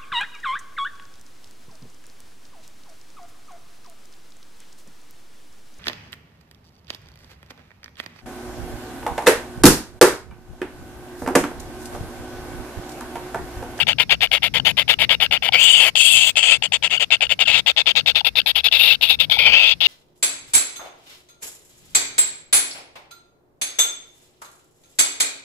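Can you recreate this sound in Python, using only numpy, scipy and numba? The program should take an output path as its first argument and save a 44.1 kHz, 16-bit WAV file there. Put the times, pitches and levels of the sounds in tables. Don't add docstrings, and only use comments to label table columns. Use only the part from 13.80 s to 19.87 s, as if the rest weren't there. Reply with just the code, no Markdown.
import sys
import numpy as np
from scipy import signal
from scipy.fft import rfft, irfft
from scipy.io import wavfile
from scipy.ndimage import uniform_filter1d, minimum_filter1d, map_coordinates
from numba import njit

SR = 44100
rng = np.random.default_rng(int(sys.argv[2]) if len(sys.argv) > 2 else 0)


def gain_from_db(level_db):
    decades = np.asarray(level_db, float) / 20
    return 10 ** decades


def digitize_waveform(pressure):
    field = np.atleast_2d(pressure).T
    bounded = np.clip(field, -1, 1)
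    quanta = np.round(bounded * 32767).astype(np.int16)
    wavfile.write(sys.argv[1], SR, quanta)


N = 267687
T = np.arange(N) / SR

# frequency in Hz, level in dB per Hz.
LEAF_COLOUR = [(150, -64), (250, -12), (480, -7), (900, -17), (1400, -13.5), (3000, -18), (5300, -13),
               (6500, -26), (7500, -28), (12500, -23), (15500, -44)]
LEAVES_DB = -54.5
# time in seconds, level in dB.
INSECTS = [(0, -59.5), (1.6, -58), (2, -71), (6.07, -69)]
# time in seconds, level in dB.
BREEZE = [(0, -41.5), (1.4, -39.5), (1.95, -48.5), (3.3, -48.5), (6.07, -43.5)]
FAR_SHELTER_DB = -13.5
# middle in seconds, near-port rise in dB, far-port rise in dB, half length in seconds.
GUSTS = [
    (0.314, 1, 14, .14),
    (1.54, 2, 5.5, 0.28),
    (3.52, 2, 17.5, 0.14),
    (5.36, 0.5, 11, 0.16),
    (5.705, 8, 16.5, 0.13),
    (5.83, -8, 12, 0.14),
]

# start in seconds, length in ms, peak in dB, time to peak in ms,
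# opening blip in dB (-60 for none).
FIRST_BOUT = [(0.0, 32, -13.5, 0.92, -60), (0.075, 49.7, -10, 14, -14.5), (0.191, 45.3, -9.5, 9.5, -11.5),
              (0.301, 47, -8, 21.6, -14), (0.413, 50.7, -11.5, 25, -16), (0.521, 60.3, -12, 18, -10.5),
              (0.629, 54, -13, 8.2, -19), (0.738, 50.2, -15, 32, -60), (0.848, 68.2, -11.5, 26, -60),
              (0.969, 60.5, -12.5, 26, -60), (1.085, 57.8, -11, 16, -16.5), (1.195, 55.3, -12, 22, -16),
              (1.299, 53, -9.5, 13.6, -10), (1.408, 49.6, -11.5, 22, -13), (1.517, 53.4, -12.5, 12, -13),
              (1.63, 60, -14.5, 17, -13.5)]
SECOND_BOUT = [(2.562, 59, -11.5, 9.6, -16.5), (2.691, 80.8, -12, 23, -60), (2.829, 40.2, -10, 10, -8.5),
               (2.927, 43.4, -12, 8.7, -8), (3.031, 47.3, -13, 10, -13), (3.103, 67, -16.5, 26, -28),
               (3.197, 48.8, -13.5, 30, -60), (3.311, 47.3, -11.5, 21, -11.5),
               (3.413, 47.7, -11, 9.4, -11.5), (3.493, 47.4, -12, 26, -60), (3.597, 45.2, -9, 12.6, -10)]
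THIRD_BOUT = [(3.868, 48.4, -11.5, 11, -10), (3.97, 49.7, -10, 13, -12), (4.064, 55.3, -10, 11, -16),
              (4.159, 45.3, -8.5, 15.5, -11), (4.266, 48.3, -9.5, 19, -8.5), (4.354, 46, -9.5, 3.9, -17),
              (4.453, 38.7, -10, 19, -9.5), (4.561, 38.3, -10, 21, -10), (4.667, 50, -10, 10, -7.5),
              (4.754, 55.5, -11, 6.9, -25), (4.841, 38.7, -7.5, 23, -25)]
LAST_BOUT = [
    (5.217, 68, -8, 7.5, -12),
    (5.287, 67.4, -7, 13, -60),
    (5.395, 57.3, -5.5, 8.5, -23),
    (5.504, 70, -8.5, 12, -8.5),
]
DRAWN_OUT = [
    (1.781, 320, -11.5, 24, -60),
    (2.161, 353, -12.5, 3, -5.5),
    (3.724, 84, -13.5, 24, -60),
    (4.976, 177.6, -11.5, 44, -60),
    (5.714, 227.5, -10.5, 18, -60),
    (6.004, 150, -12, 4, -60),
]
RUN_ONS = [
    (1.729, 52.6, -5.5, 13, -10.5),
    (2.622, 68.5, -12.5, 7.7, -60),
    (3.671, 52.3, -12.5, 15, -60),
    (4.92, 55.7, -8.5, 6, -16),
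    (5.586, 53, -9, 2.5, -19),
    (5.639, 75, -7.5, 31, -60),
]
# churrs, start in dB, end in dB, release in ms, opening blip width in ms.
BOUTS = [
    (FIRST_BOUT, -19, -24, 45, 6.5),
    (SECOND_BOUT, -21.5, -24.5, 38, 4.3),
    (THIRD_BOUT, -16, -20.5, 42, 4),
    (LAST_BOUT, -22.5, -24.5, 65, 4.6),
    (RUN_ONS, -19, -17.5, 73, 6),
    (DRAWN_OUT, -19, -30, 15.1, 6),
]
LOUDEST_DB = -6
SAG_DB_PER_S = 8.5
OPENING_LEAD_MS = 4.74
# time in seconds, level in dB, width in ms.
CLOSING = [(0.0319, -17.5, 9.3), (0.1302, -15, 4.1), (0.3507, -23, 4), (0.4719, -24, 3.2),
           (0.7992, -13, 4.1), (1.1389, -12.5, 3.7), (1.2472, -11, 1.7), (1.3494, -25, 4.7),
           (1.4622, -11.5, 4.3), (1.5744, -15, 1.5), (1.6877, -14.5, 5.8), (2.875, -32.5, 8.7),
           (3.1773, -18.5, 13), (3.3668, -25, 4.2), (3.4676, -21, 5), (3.661, -19, 19),
           (4.2084, -13.5, 4.4), (4.3162, -18, 8), (4.408, -15, 10.5), (4.6015, -8.5, 6.8),
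           (4.616, -15, 3.7), (4.8854, -11.5, 7.2), (5.1518, -13.5, 11.5)]
# time in seconds, level in dB, width in ms.
GULPS = [
    (.799, -20.5, 4.3),
    (1.692, -14.5, 6.8),
    (4.414, -20, 7),
    (5.572, -19.5, 7.5),
    (5.68, -17, 6),
]
LEAD_HZ, LEAD_DB = 780, -17

# frequency in Hz, width in Hz, level in dB.
CHEST = [(480, 200, -21), (700, 280, -15), (950, 200, -20)]
# frequency in Hz, width in Hz, level in dB.
GULLET = [(1366, 143, -14), (1614, 91, -20), (2254, 425, -0.5)]
# frequency in Hz, width in Hz, level in dB.
PALATE = [(4400, 226, -19), (4677, 383, -17), (5540, 620, -35.5)]
# frequency in Hz, width in Hz, level in dB.
STRAIN = [(5160, 420, -33)]
# frequency in Hz, width in Hz, level in dB.
GAPE = [(6560, 1300, -3.5), (7440, 810, -2), (7840, 190, -7.5), (8650, 1400, -2.5)]
# frequency in Hz, width in Hz, level in dB.
SHEEN = [(14900, 1100, -22)]
# time in seconds, lower resonance in Hz, upper resonance in Hz, upper share in dB.
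THROAT = [(0.05, 2860, 3436, 3), (1.69, 2936, 3445, -2.5), (1.73, 2210, 3130, 0), (1.77, 2310, 3000, -9),
          (1.81, 2820, 3200, 1.5), (1.94, 2980, 3540, -13.5), (2.02, 2840, 3270, -1.5),
          (2.08, 2450, 2900, 12), (2.17, 2670, 3254, 7), (2.6, 2745, 3205, 2.5), (3.5, 2854, 3500, -4),
          (3.9, 2717, 3437, 8), (5.45, 2740, 3600, 3.5), (5.51, 2370, 3400, 3), (5.62, 2407, 3360, 0.5),
          (5.73, 2500, 3000, 1), (5.8, 2685, 3450, -2.5), (5.95, 2710, 3460, 7.5)]
# time in seconds, gape in dB, neck slack in dB, beak facing the port in dB.
POSTURE = [(0.05, -24.5, -4.5, -19), (1.69, -27, -4, -18), (1.74, -33, -9.5, -25), (1.81, -14, -12, -27),
           (1.94, -8, -16, -28), (2.08, -19.5, -3, -13), (2.19, -7.5, -20, -20), (2.35, -4, -16.5, -11.5),
           (2.6, -12.5, -10, -34), (3.25, -18, -6, -34), (3.45, -19.5, -7, -26), (4.2, -25.5, -10, -26),
           (4.5, -36, -11.5, -16.5), (5.42, -31, -15, -14.5), (5.6, -61, -11.5, -18.5),
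           (5.7, -38, -8.5, -31.5), (5.9, -28.5, -16, -31), (6.04, -41, -13.5, -19)]
TIP_HZ, TIP_HZ_PER_NECK_DB, TIP_HZ_PER_GAPE_DB, WIDE_GAPE_DB = 11280, -72, -88, -16.5
PALATE_PER_TURN, SHEEN_PER_FACING = 0.44, 0.1
GAPE_RISE_PER_DB = 0.0072
PATCHY_DB = 2.5
TAUT_STEADY = 0.6
WAVER = 0.023

# frequency in Hz, width in Hz.
NEAR_NULLS = [(5900, 320), (9400, 900), (13700, 580), (14300, 560)]
NULL_WANDER = 0.024
# frequency in Hz, level in dB.
FAR_COLOUR = [(250, -7), (500, -17.5), (760, -33), (1100, -13.5), (1350, -23.5), (1800, -11), (2300, -14),
              (2600, -18), (3200, -32.5), (4000, -13.5), (4800, -22.5), (6000, -5.5), (7000, -18),
              (12000, -24.5)]
# time in seconds, far-port gain in dB.
TURN = [(0, 0.5), (1.7, 2), (3.6, 0.5), (4, -0.5), (5.4, -1.5), (5.7, 4), (6.07, -0.5)]
TOP_HZ = 15600


def unit(x):
    return x / np.sqrt(np.mean(x ** 2))


def follow(table):
    s, *columns = np.transpose(table)
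    return [np.interp(T, s, c) for c in columns]


def walk(rate):
    k = int(SR / rate)
    steps = np.repeat(rng.standard_normal(N // k + 1), k)
    return 1.3 * uniform_filter1d(uniform_filter1d(steps, k), k)[:N]


def shade(x, points):
    hz, db = np.transpose(points)
    f = np.maximum(np.arange(N // 2 + 1) * SR / N, 1)
    return irfft(rfft(x) * gain_from_db(np.interp(np.log(f), np.log(hz), db)), N)


@njit
def svf(x, hz, width):
    y, band, low = np.empty(len(x)), 0., 0.
    for i in range(len(x)):
        g, k = np.tan(np.pi * hz[i] / SR), width / hz[i]
        v = (band + g * (x[i] - low)) / (1 + g * (g + k))
        band, low, y[i] = 2 * v - band, low + 2 * g * v, k * v
    return y


def ring(x, hz, width):
    hz = hz + np.zeros(N)
    once = svf(x, hz, 1.496 * width)
    return svf(once, hz, 1.496 * width) * np.sqrt(SR / (1.91 * width))


def body(x, modes):
    return sum((-1) ** k * gain_from_db(db) * ring(x, hz, width) for k, (hz, width, db) in enumerate(modes))


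def forest():
    leaves = unit(shade(rng.standard_normal((2, N)), LEAF_COLOUR)) * gain_from_db(LEAVES_DB + 0.5 * walk(3.24))
    chorus = np.array([ring(rng.standard_normal(N), 5300, 900) for _ in "lr"])
    return leaves + chorus * gain_from_db(follow(INSECTS)[0])


def buffeting(low_db):
    low = gain_from_db(low_db + 2.3 * walk(19)) * ring(rng.standard_normal(N), 57.0, 30)
    high = gain_from_db(0.5 + 3.28 * walk(12)) * ring(rng.standard_normal(N), 129, 88)
    return low + high


def wind():
    db = follow(BREEZE) + np.array([[0], [FAR_SHELTER_DB]])
    for s, near_db, far_db, half in GUSTS:
        db += np.array([[near_db], [far_db]]) * np.maximum(1 - np.abs(T - s) / half, 0)
    return np.array([buffeting(-4), buffeting(1.0)]) * gain_from_db(db)


def tail(t60):
    t = T[:8192]
    h = rng.standard_normal(len(t)) * np.exp(-np.log(1000) * t / t60)
    return h / np.sqrt(np.sum(h ** 2))


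def openings():
    found = []
    for churrs, *_, width_ms in BOUTS:
        for start, *_, db in churrs:
            if db > -50:
                found.append((start - OPENING_LEAD_MS / 1000, db, width_ms))
    return np.array(found)


def blips(table, hz, glide):
    env, pitch = np.zeros(N), np.full(N, 1. * hz)
    for s, db, width in table:
        half = width / 1500
        part = slice(int((s - half) * SR), int((s + half) * SR))
        u = (T[part] - s) / half
        env[part] += gain_from_db(db) * np.cos(np.pi * u / 2) ** 2
        pitch[part] = hz * np.exp(-glide * u)
    return env, pitch


def tone(hz):
    return np.sqrt(2) * np.sin(2 * np.pi * np.cumsum(hz) / SR)


def gulps():
    env, pitch = blips(GULPS, 830, 0.095)
    lead_env, lead_pitch = blips(openings() + [-.0008, LEAD_DB, 1.5], LEAD_HZ, -0.208)
    return env * tone(pitch) + lead_env * tone(lead_pitch)


def effort():
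    env = np.zeros(N)
    for churrs, start_db, end_db, release_ms, _ in BOUTS:
        for start, length_ms, peak_db, rise_ms, _ in churrs:
            peak, end = start + rise_ms / 1000, start + length_ms / 1000
            hold = max(end - release_ms / 1000 - peak, 0)
            sagged_db = peak_db - SAG_DB_PER_S * hold
            db = np.minimum([start_db, peak_db, sagged_db, end_db], LOUDEST_DB)
            corners = [start, peak, peak + hold, max(end, peak + hold)]
            part = slice(max(int(start * SR), 0), int(end * SR))
            env[part] = gain_from_db(np.interp(T[part], corners, db))
    return uniform_filter1d(env, size=60) * gain_from_db(1.23 * walk(280))


@njit
def pulses(hz, rough, chance):
    out, phase, k = np.zeros(len(hz) + 1), 0., 0
    for i in range(len(hz)):
        step = hz[i] * np.exp(rough[i] * chance[k, 0]) / SR
        phase += step
        if phase >= 1:
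            phase, k = phase - 1, k + 1
            size = np.exp(rough[i] * chance[k, 1])
            out[i] += size * phase / step
            out[i + 1] += size * (1 - phase / step)
    return out[:-1]


def pulse_train(hz, rough):
    train = pulses(hz, np.full(N, rough), rng.standard_normal((N // 8, 2)))
    return unit(train - train.mean())


def syrinx():
    flow = effort()
    chaos = pulse_train(1000 * np.exp(.2 * walk(30)), .42)
    voice = unit(chaos + 0.58 * rng.standard_normal(N)) * flow
    for table, hz, glide, rough, db in [(openings(), 800, -.15, .12, -3), (CLOSING, 1500, .15, .05, -2)]:
        env, pitch = blips(table, hz, glide)
        voice += gain_from_db(db) * pulse_train(pitch, rough) * env
        flow = flow + gain_from_db(db - 8.5) * env
    gusty = gain_from_db(1.8 * walk(60))
    return voice + 1e-18, flow * gusty * rng.standard_normal(N) + 1e-18


def held(voice):
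    sounding = 1. * (uniform_filter1d(np.abs(voice), size=150) > .004)
    return uniform_filter1d(sounding, size=5000) ** 5 * uniform_filter1d(sounding, size=150)


def nestling():
    low_hz, high_hz, share_db = follow(THROAT)
    gape_db, gullet_db, tip_db = follow(POSTURE)
    wide_db = np.maximum(gape_db - WIDE_GAPE_DB, 0)
    tip_hz = TIP_HZ + TIP_HZ_PER_NECK_DB * gullet_db + TIP_HZ_PER_GAPE_DB * wide_db
    voice, air = syrinx()
    taut = held(voice)

    wobble = np.exp(.025 * (1 - TAUT_STEADY * taut) * walk(150))
    upper = gain_from_db(share_db + 2.4 * walk(45))
    throat = upper * ring(voice, high_hz / wobble, 394) - gain_from_db(0.6) * ring(voice, low_hz * wobble, 280)
    throat = throat / np.sqrt(1 + upper ** 2)
    low = gain_from_db(gullet_db) * body(voice, GULLET) - gain_from_db(0.9 * (gullet_db + 5)) * body(voice, CHEST)

    core = ring(voice, .985 * low_hz * np.exp(WAVER * walk(30)), 80)
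    high_core = ring(voice, high_hz * np.exp(1.9 * WAVER * walk(35)), 116)
    core = core - gain_from_db(0.54 * share_db - 6.5) * high_core
    strain = taut * body(voice, STRAIN) - gain_from_db(-5.5) * taut * core

    palate = gain_from_db(0.15 * share_db + PALATE_PER_TURN * follow(TURN)[0]) * body(voice, PALATE)
    climb = 1 + GAPE_RISE_PER_DB * (gape_db + 14.5)
    mouth = [(hz * climb, width, db + PATCHY_DB * walk(18)) for hz, width, db in GAPE]
    tip = gain_from_db(tip_db - 1.0 + PATCHY_DB * walk(14)) * ring(air, tip_hz, 3400)
    beak = gain_from_db(gape_db) * body(air, mouth) + tip
    sheen_db = 0.35 * gape_db + SHEEN_PER_FACING * (tip_db + 26) + 1.7 * PATCHY_DB * walk(11)
    sheen = gain_from_db(sheen_db) * body(air, SHEEN)
    return throat + low + strain - palate + beak + sheen + gulps()


def near_port(voice):
    near = voice + gain_from_db(-21.0) * signal.fftconvolve(voice, tail(0.051))[:N]
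    for hz, width in NEAR_NULLS:
        near = near - svf(near, hz * np.exp(NULL_WANDER * walk(2.43)), 1. * width)
    return near


def far_port(voice):
    bob = 1.4 * walk(25)
    late = map_coordinates(voice, [np.arange(N) - 4.5 + bob], order=3)
    wet = late + gain_from_db(-8.0) * signal.fftconvolve(voice, tail(0.11))[:N]
    return shade(wet, FAR_COLOUR) * gain_from_db(follow(TURN)[0])


def scene():
    voice = nestling()
    return np.array([near_port(voice), far_port(voice)]) + wind() + forest()


def top_cut(x):
    return signal.sosfilt(signal.butter(12, 15810, fs=SR, output="sos"), x)


def record(dry):
    room_left = np.minimum(1 / (np.abs(dry) + 1e-9), 1)
    gain = uniform_filter1d(minimum_filter1d(room_left, size=15), size=15)
    low_pass = signal.ellip(8, .2, 70, TOP_HZ, fs=SR, output="sos")
    return top_cut(signal.sosfilt(low_pass, dry * gain))


dry = scene()
out = record(dry)
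digitize_waveform(out)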